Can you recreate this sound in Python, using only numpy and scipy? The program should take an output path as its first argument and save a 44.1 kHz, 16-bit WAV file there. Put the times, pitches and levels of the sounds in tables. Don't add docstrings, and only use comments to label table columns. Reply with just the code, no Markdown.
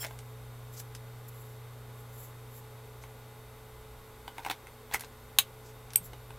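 import sys
import numpy as np
from scipy import signal
from scipy.fft import rfft, irfft, next_fast_len
from scipy.io import wavfile
from scipy.ndimage import map_coordinates

SR = 44100
rng = np.random.default_rng(int(sys.argv[2]) if len(sys.argv) > 2 else 0)


def dump_mix(stems):
    frames = np.atleast_2d(stems).T
    limited = np.clip(frames, -1, 1)
    pcm = np.round(limited * 32767).astype(np.int16)
    wavfile.write(sys.argv[1], SR, pcm)


N = 281738
T = np.arange(N) / SR
AGE = T[:SR // 4]


def amp(db):
    return 10 ** (np.asarray(db) / 20)


def unit(x):
    return x / np.sqrt(np.mean(x ** 2) + 1e-20)


def unit_attack(x):
    return x / np.sqrt(np.mean(x[:SR // 250] ** 2) + 1e-20)


def along(points, hz):
    f, v = np.transpose(points)
    return np.interp(np.log(hz + 1), np.log(f), v)


def wobble(rate_hz):
    knots = rng.standard_normal(int(N * rate_hz / SR) + 4)
    return map_coordinates(knots, [T * rate_hz])


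def filtered(x, response):
    n = x.shape[-1]
    m = next_fast_len(n + 8192)
    gain = response(np.fft.rfftfreq(m, 1 / SR))
    return irfft(rfft(x, m) * gain, m)[..., :n]


def noise(spectrum, size=N):
    white = rng.standard_normal(size)
    return unit(filtered(white, lambda hz: amp(along(spectrum, hz))))


def resonate(x, modes):
    def response(f):
        return sum(amp(db) * 1j * f * w / (c * c - f * f + 1j * f * w) for c, w, db in modes)
    return unit(filtered(x, response))


def add(track, s, sound):
    part = track[round(s * SR):][:len(sound)]
    part += sound[:len(part)]


def swells(rows):
    return sum(amp(db) * np.exp(-.5 * ((T - s) / sigma) ** 2) for s, sigma, db in rows)


def air():
    air_db, rumble_db = -55.5, -60.5
    # f/Hz, density/dB
    air_spectrum = [(90, -22), (170, -13.5), (270, -14.5), (330, -13.5), (420, -7.5), (500, -9),
                    (650, -13.5), (850, -12.5), (1060, -10.5), (1700, -19), (2150, -19), (2900, -23),
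                    (3650, -22), (4200, -26), (5500, -28.5), (10000, -27.5), (12400, -25.5), (16000, -33)]
    # f/Hz, density/dB
    rumble_spectrum = [(15, -10), (30, 0.5), (50, 1.5), (62, 7.5), (76, -28), (110, -3), (170, -18),
                       (300, -39), (600, -63)]
    # t/s, sigma/s, level/dB
    rumble_swells = [(3.95, 0.17, -60.5), (6.2, 0.16, -60)]
    rumble_gain = amp(rumble_db) + swells(rumble_swells)
    return amp(air_db) * noise(air_spectrum) + rumble_gain * noise(rumble_spectrum)


def mains_hum():
    hum_hz, hum_db, second_hum_db = 120.3, -51.5, -55.5
    beat_hz, opposed_s = 0.13, 4.59
    phase = 2 * np.pi * hum_hz * T + .04 * wobble(5)
    drift = 2 * np.pi * beat_hz * (T - opposed_s)
    return amp(hum_db) * unit(np.sin(phase)) - amp(second_hum_db) * unit(np.sin(phase - drift))


def fan_tones():
    # f/Hz, level/dB
    tone_rows = [(56, -65), (90.5, -64.5), (240.2, -68), (435, -60.5), (543.8, -68.5), (652.7, -76),
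                 (780, -73.5), (839.8, -68), (894, -98), (1441, -71), (1530, -79.5), (2040, -74)]
    tones = np.zeros(N)
    for hz, db in tone_rows:
        level = amp(db + 1.37 * wobble(3.96))
        tones += level * unit(np.sin(2 * np.pi * hz * T + .5 * wobble(5.6)))
    return tones


def electronic_whine():
    # f/Hz, level/dB
    whine_rows = [(3688, -74.5), (4441, -79), (7747, -80.5), (8646, -81), (11343, -78), (11816, -78.5),
                  (12145, -79), (12330, -77), (12570, -79), (13232, -76), (13561, -83), (14465, -80)]
    return sum(amp(db) * unit(np.sin(2 * np.pi * hz * T + 1.1 * wobble(40))) for hz, db in whine_rows)


def room_tone():
    return mains_hum() + fan_tones() + electronic_whine() + air()


def strokes(rows, modes, grain_db):
    grip = amp(grain_db * wobble(700) + 2.1 * wobble(60))
    return swells(rows) * resonate(rng.standard_normal(N) * grip, modes)


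def pushes(rows, build_db, stop_db_per_s):
    total = np.zeros(N)
    for s, build_s, db in rows:
        drop_db = np.maximum(build_db * (s - T) / build_s, stop_db_per_s * (T - s))
        total += amp(db - drop_db)
    return total


def rubs():
    # t/s at the middle, sigma/s, level/dB
    rub_rows = [(.09, 0.13, -63), (0.743, 0.014, -56), (0.786, .014, -57), (0.802, 0.01, -44),
                (1.288, 0.0046, -48), (1.41, 0.088, -59.5), (2.0, .03, -60.5), (2.21, 0.05, -51.5),
                (2.558, 0.032, -53.5), (6.056, 0.018, -49)]
    # f/Hz, width/Hz, level/dB
    rub_modes = [(7560, 460, -0.5), (11450, 440, 3.5), (12900, 1000, 0), (14500, 1200, -11)]
    return strokes(rub_rows, rub_modes, grain_db=1.5)


def scuffs():
    # t/s at the middle, sigma/s, level/dB
    scuff_rows = [(.744, 0.0066, -57), (.78, 0.01, -48), (.8, 0.004, -45), (3.028, 0.0071, -61.5),
                  (5.675, 0.029, -60.5)]
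    # f/Hz, width/Hz, level/dB
    scuff_modes = [(4950, 900, -4), (6000, 2300, 8), (7200, 900, -8)]
    return strokes(scuff_rows, scuff_modes, grain_db=1.5)


def squeak():
    free_s, free_fade_s = 0.054, .003
    # t/s at the loudest, build-up/s, level/dB
    squeak_rows = [(.02, .05, -36.5)]
    # f/Hz, width/Hz, level/dB
    squeak_modes = [(3270, 30, 2), (5360, 36, 4), (7470, 62, 1.5), (9800, 80, -1.5), (12040, 120, -2),
                    (14820, 40, 3), (9000, 8100, -20.5)]
    stuck = .5 - .5 * np.tanh((T - free_s) / free_fade_s)
    push = pushes(squeak_rows, build_db=23, stop_db_per_s=336)
    return stuck * push * resonate(rng.standard_normal(N), squeak_modes)


def grind():
    # t/s at the hardest push, build-up/s, level/dB
    slides = [(.05, 0.072, -40), (4.385, 0.057, -49), (4.475, 0.069, -43), (4.508, .02, -35),
              (4.942, 0.022, -30), (5.02, 0.055, -53)]
    # f/Hz, density/dB
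    grind_spectrum = [(150, -4), (280, -5), (500, -6), (850, 4), (1150, -3), (1600, 5), (2400, -1.5),
                      (3100, -6), (3900, -7.5), (5500, -10.5), (12500, -22), (16000, -8)]
    rough = unit(noise(grind_spectrum) * amp(5.2 * wobble(500)))
    return pushes(slides, build_db=23, stop_db_per_s=750) * rough


def ring(modes, attack_s=0.0002, scatter_db=1):
    hz, db, t60 = np.transpose(modes)[:, :, None]
    size = amp(db + scatter_db * rng.standard_normal(hz.shape) - 60 * AGE / t60)
    swing = np.sin(2 * np.pi * hz * AGE + np.pi * np.arange(len(hz))[:, None])
    return unit_attack((size * swing).sum(0) * (1 - np.exp(-AGE / attack_s)))


def crack(t60_s, top_hz):
    # f/Hz, density/dB
    crack_spectrum = [(300, -50), (1500, 2.5), (3500, 1), (5500, 2), (7400, 1), (8400, 3.5), (10600, 2.5),
                      (12500, 5.5), (14500, 6), (16000, -8)]
    burst = noise(crack_spectrum, size=len(AGE))
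    burst = filtered(burst, lambda hz: 1 / np.sqrt(1 + (hz / top_hz) ** 8))
    return unit_attack(burst * amp(-60 * AGE / t60_s))


def in_room(hit, wet_db, delay_s=0.0044):
    # f/Hz, t60/s
    room_decay = [(300, 0.078), (1000, 0.085), (2800, 0.1), (6000, 0.098), (12000, 0.087)]
    hz, t, z = signal.stft(rng.standard_normal(len(AGE)), SR, nperseg=128)
    decay = amp(-60 * t / along(room_decay, hz)[:, None])
    tail = signal.istft(z * decay, SR, nperseg=128)[1][:len(AGE)]
    tail = tail * (AGE > delay_s)
    tail = tail / np.linalg.norm(tail)
    return hit + amp(wet_db) * signal.fftconvolve(hit, tail)[:len(AGE)]


def cap():
    # t/s, level/dB
    gives = [(5.957, -33.5)]
    # f/Hz, level/dB, t60/s
    shell_modes = [(2310, -3.5, 0.019), (2720, -1, 0.014), (3300, 3, 0.0091), (4630, -1.5, 0.011)]
    # t/s, level/dB
    snaps = [(5.9588, -14)]
    # f/Hz, level/dB, t60/s
    catch_modes = [(7260, -11, 0.0058), (8400, -4, .019), (8850, -10, .011), (9500, -8, 0.011),
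                   (10340, -5, 0.0093), (11400, -6, .01), (11900, -10, .012), (12640, 5, 0.0081),
                   (13300, -9, 0.01), (14000, -17, .012)]
    track = np.zeros(N)
    for s, db in gives:
        add(track, s, in_room(amp(db) * ring(shell_modes), wet_db=-10.5))
    for s, db in snaps:
        hit = ring(catch_modes) + amp(-18) * crack(t60_s=0.013, top_hz=11500)
        add(track, s, in_room(amp(db) * hit, wet_db=-10.5))
    return track


def thuds():
    # t/s, f/Hz, level/dB, t60/s
    thud_rows = [(.0465, 657, -43, 0.058), (.067, 644, -43.5, 0.025), (.1085, 705, -48, 0.028),
                 (6.007, 173, -51, 0.2), (6.132, 456, -45.5, 0.015)]
    track = np.zeros(N)
    for s, hz, db, t60_s in thud_rows:
        add(track, s, amp(db) * ring([(hz, 0, t60_s)], attack_s=0.00045))
    return track


def contact(knock_db, clack_db, crack_db, top_hz):
    # f/Hz, level/dB, t60/s
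    body_modes = [(284, -12, 0.037), (795, 3, 0.02), (962, 8.5, 0.014), (1048, 5.5, 0.01),
                  (1560, -5.5, 0.027)]
    # f/Hz, level/dB, t60/s
    barrel_modes = [(2150, 7, 0.011), (2380, -16, .01), (2466, -3.5, 0.016), (2730, -2, 0.01),
                    (2980, -6, 0.019), (3430, -6.5, 0.029), (3810, 0, 0.011), (4330, -11, .012)]
    gripped = [(hz * np.exp(0.013 * rng.standard_normal()), db, t60) for hz, db, t60 in barrel_modes]
    hit = amp(knock_db) * ring(body_modes) + amp(clack_db) * ring(gripped, scatter_db=5)
    hit = hit + amp(crack_db) * crack(t60_s=0.022, top_hz=top_hz)
    return in_room(hit, wet_db=-6)


def ticks():
    # t/s, level/dB, top of the crack f/Hz
    tick_rows = [(.0465, -43, 13000), (.066, -44, 9500), (.189, -46.5, 8240), (.8004, -43.5, 14900),
                 (0.95, -43, 10500), (4.9383, -31, 13000), (4.9956, -43, 15000), (5.008, -38.5, 15000),
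                 (5.046, -48.5, 8000), (5.905, -49.5, 7100), (5.9344, -42, 15000)]
    body_db, barrel_db = -12, -31
    track = np.zeros(N)
    for s, db, top_hz in tick_rows:
        add(track, s, contact(db + body_db, db + barrel_db, db, top_hz))
    return track


def knocks():
    # t/s, strength/dB, hardness/0-1
    knock_rows = [(0.0526, -40.5, 0.9), (.084, -50, .4), (.1088, -45.5, 0.1), (3.038, -46, 0.6),
                  (4.2785, -37, 0.3), (4.382, -36.5, 0.16), (4.393, -44, .05), (4.4489, -35, 0.45),
                  (4.4627, -30.5, 0.01), (4.499, -28.5, 0.5), (4.5135, -34, 0.96), (4.6699, -46, 0.73),
                  (4.9124, -43, .15), (4.9444, -25, 1), (5.036, -44.5, 0.4), (6.133, -45.5, 0.6),
                  (6.305, -44.5, 0.15)]
    body_hard_db, barrel_soft_db = -6, -8
    crack_soft_db, crack_hard_db = -14.5, -5.5
    firm_db, firm_top_hz, db_per_octave = -30, 14000, 45
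    track = np.zeros(N)
    for s, db, hard in knock_rows:
        soft = 1 - hard
        crack_db = db + soft * crack_soft_db + hard * crack_hard_db
        top_hz = firm_top_hz * 2 ** ((db - firm_db) / db_per_octave)
        add(track, s, contact(db + hard * body_hard_db, db + soft * barrel_soft_db, crack_db, top_hz))
    return track


def latch():
    # t/s, ring/dB, crack/dB
    latch_rows = [(5.3865, -13.5, -16)]
    # f/Hz, level/dB, t60/s
    flange_modes = [(802, -14, 0.033), (1110, -7, 0.023), (2280, -5, 0.023), (2730, 5, 0.0091),
                    (3000, -5, 0.039), (3140, -1, 0.013), (3840, 5.5, 0.011), (5450, -20, 0.047),
                    (6440, -4, 0.013), (10350, 10, 0.0057), (11300, -4, .018), (11100, -9, .014),
                    (13500, -3, 0.01), (14600, 5, 0.011)]
    track = np.zeros(N)
    for s, ring_db, crack_db in latch_rows:
        hit = amp(ring_db) * ring(flange_modes, attack_s=.0001)
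        hit = hit + amp(crack_db) * crack(t60_s=0.03, top_hz=16000)
        add(track, s, in_room(hit, wet_db=-9.5))
    return track


def scene():
    # f/Hz, level/dB
    air_side = [(60, -35), (110, -64), (200, -19), (380, -27.5), (700, -25), (1290, -49), (2380, -29.5),
                (4400, -10.5), (8120, -8), (15000, -11)]
    friction = rubs() + scuffs() + squeak() + grind()
    mid = room_tone() + friction + cap() + thuds() + ticks() + knocks() + latch()
    side = filtered(air(), lambda hz: amp(along(air_side, hz)))
    return np.array([mid + side, mid - side])


def record(dry):
    ceiling, top_hz = .8, 15750
    rounded = dry / (1 + (dry / ceiling) ** 6) ** (1 / 6)
    return filtered(rounded, lambda hz: 1 / np.sqrt(1 + (hz / top_hz) ** 160))


dry = scene()
out = record(dry)
dump_mix(out)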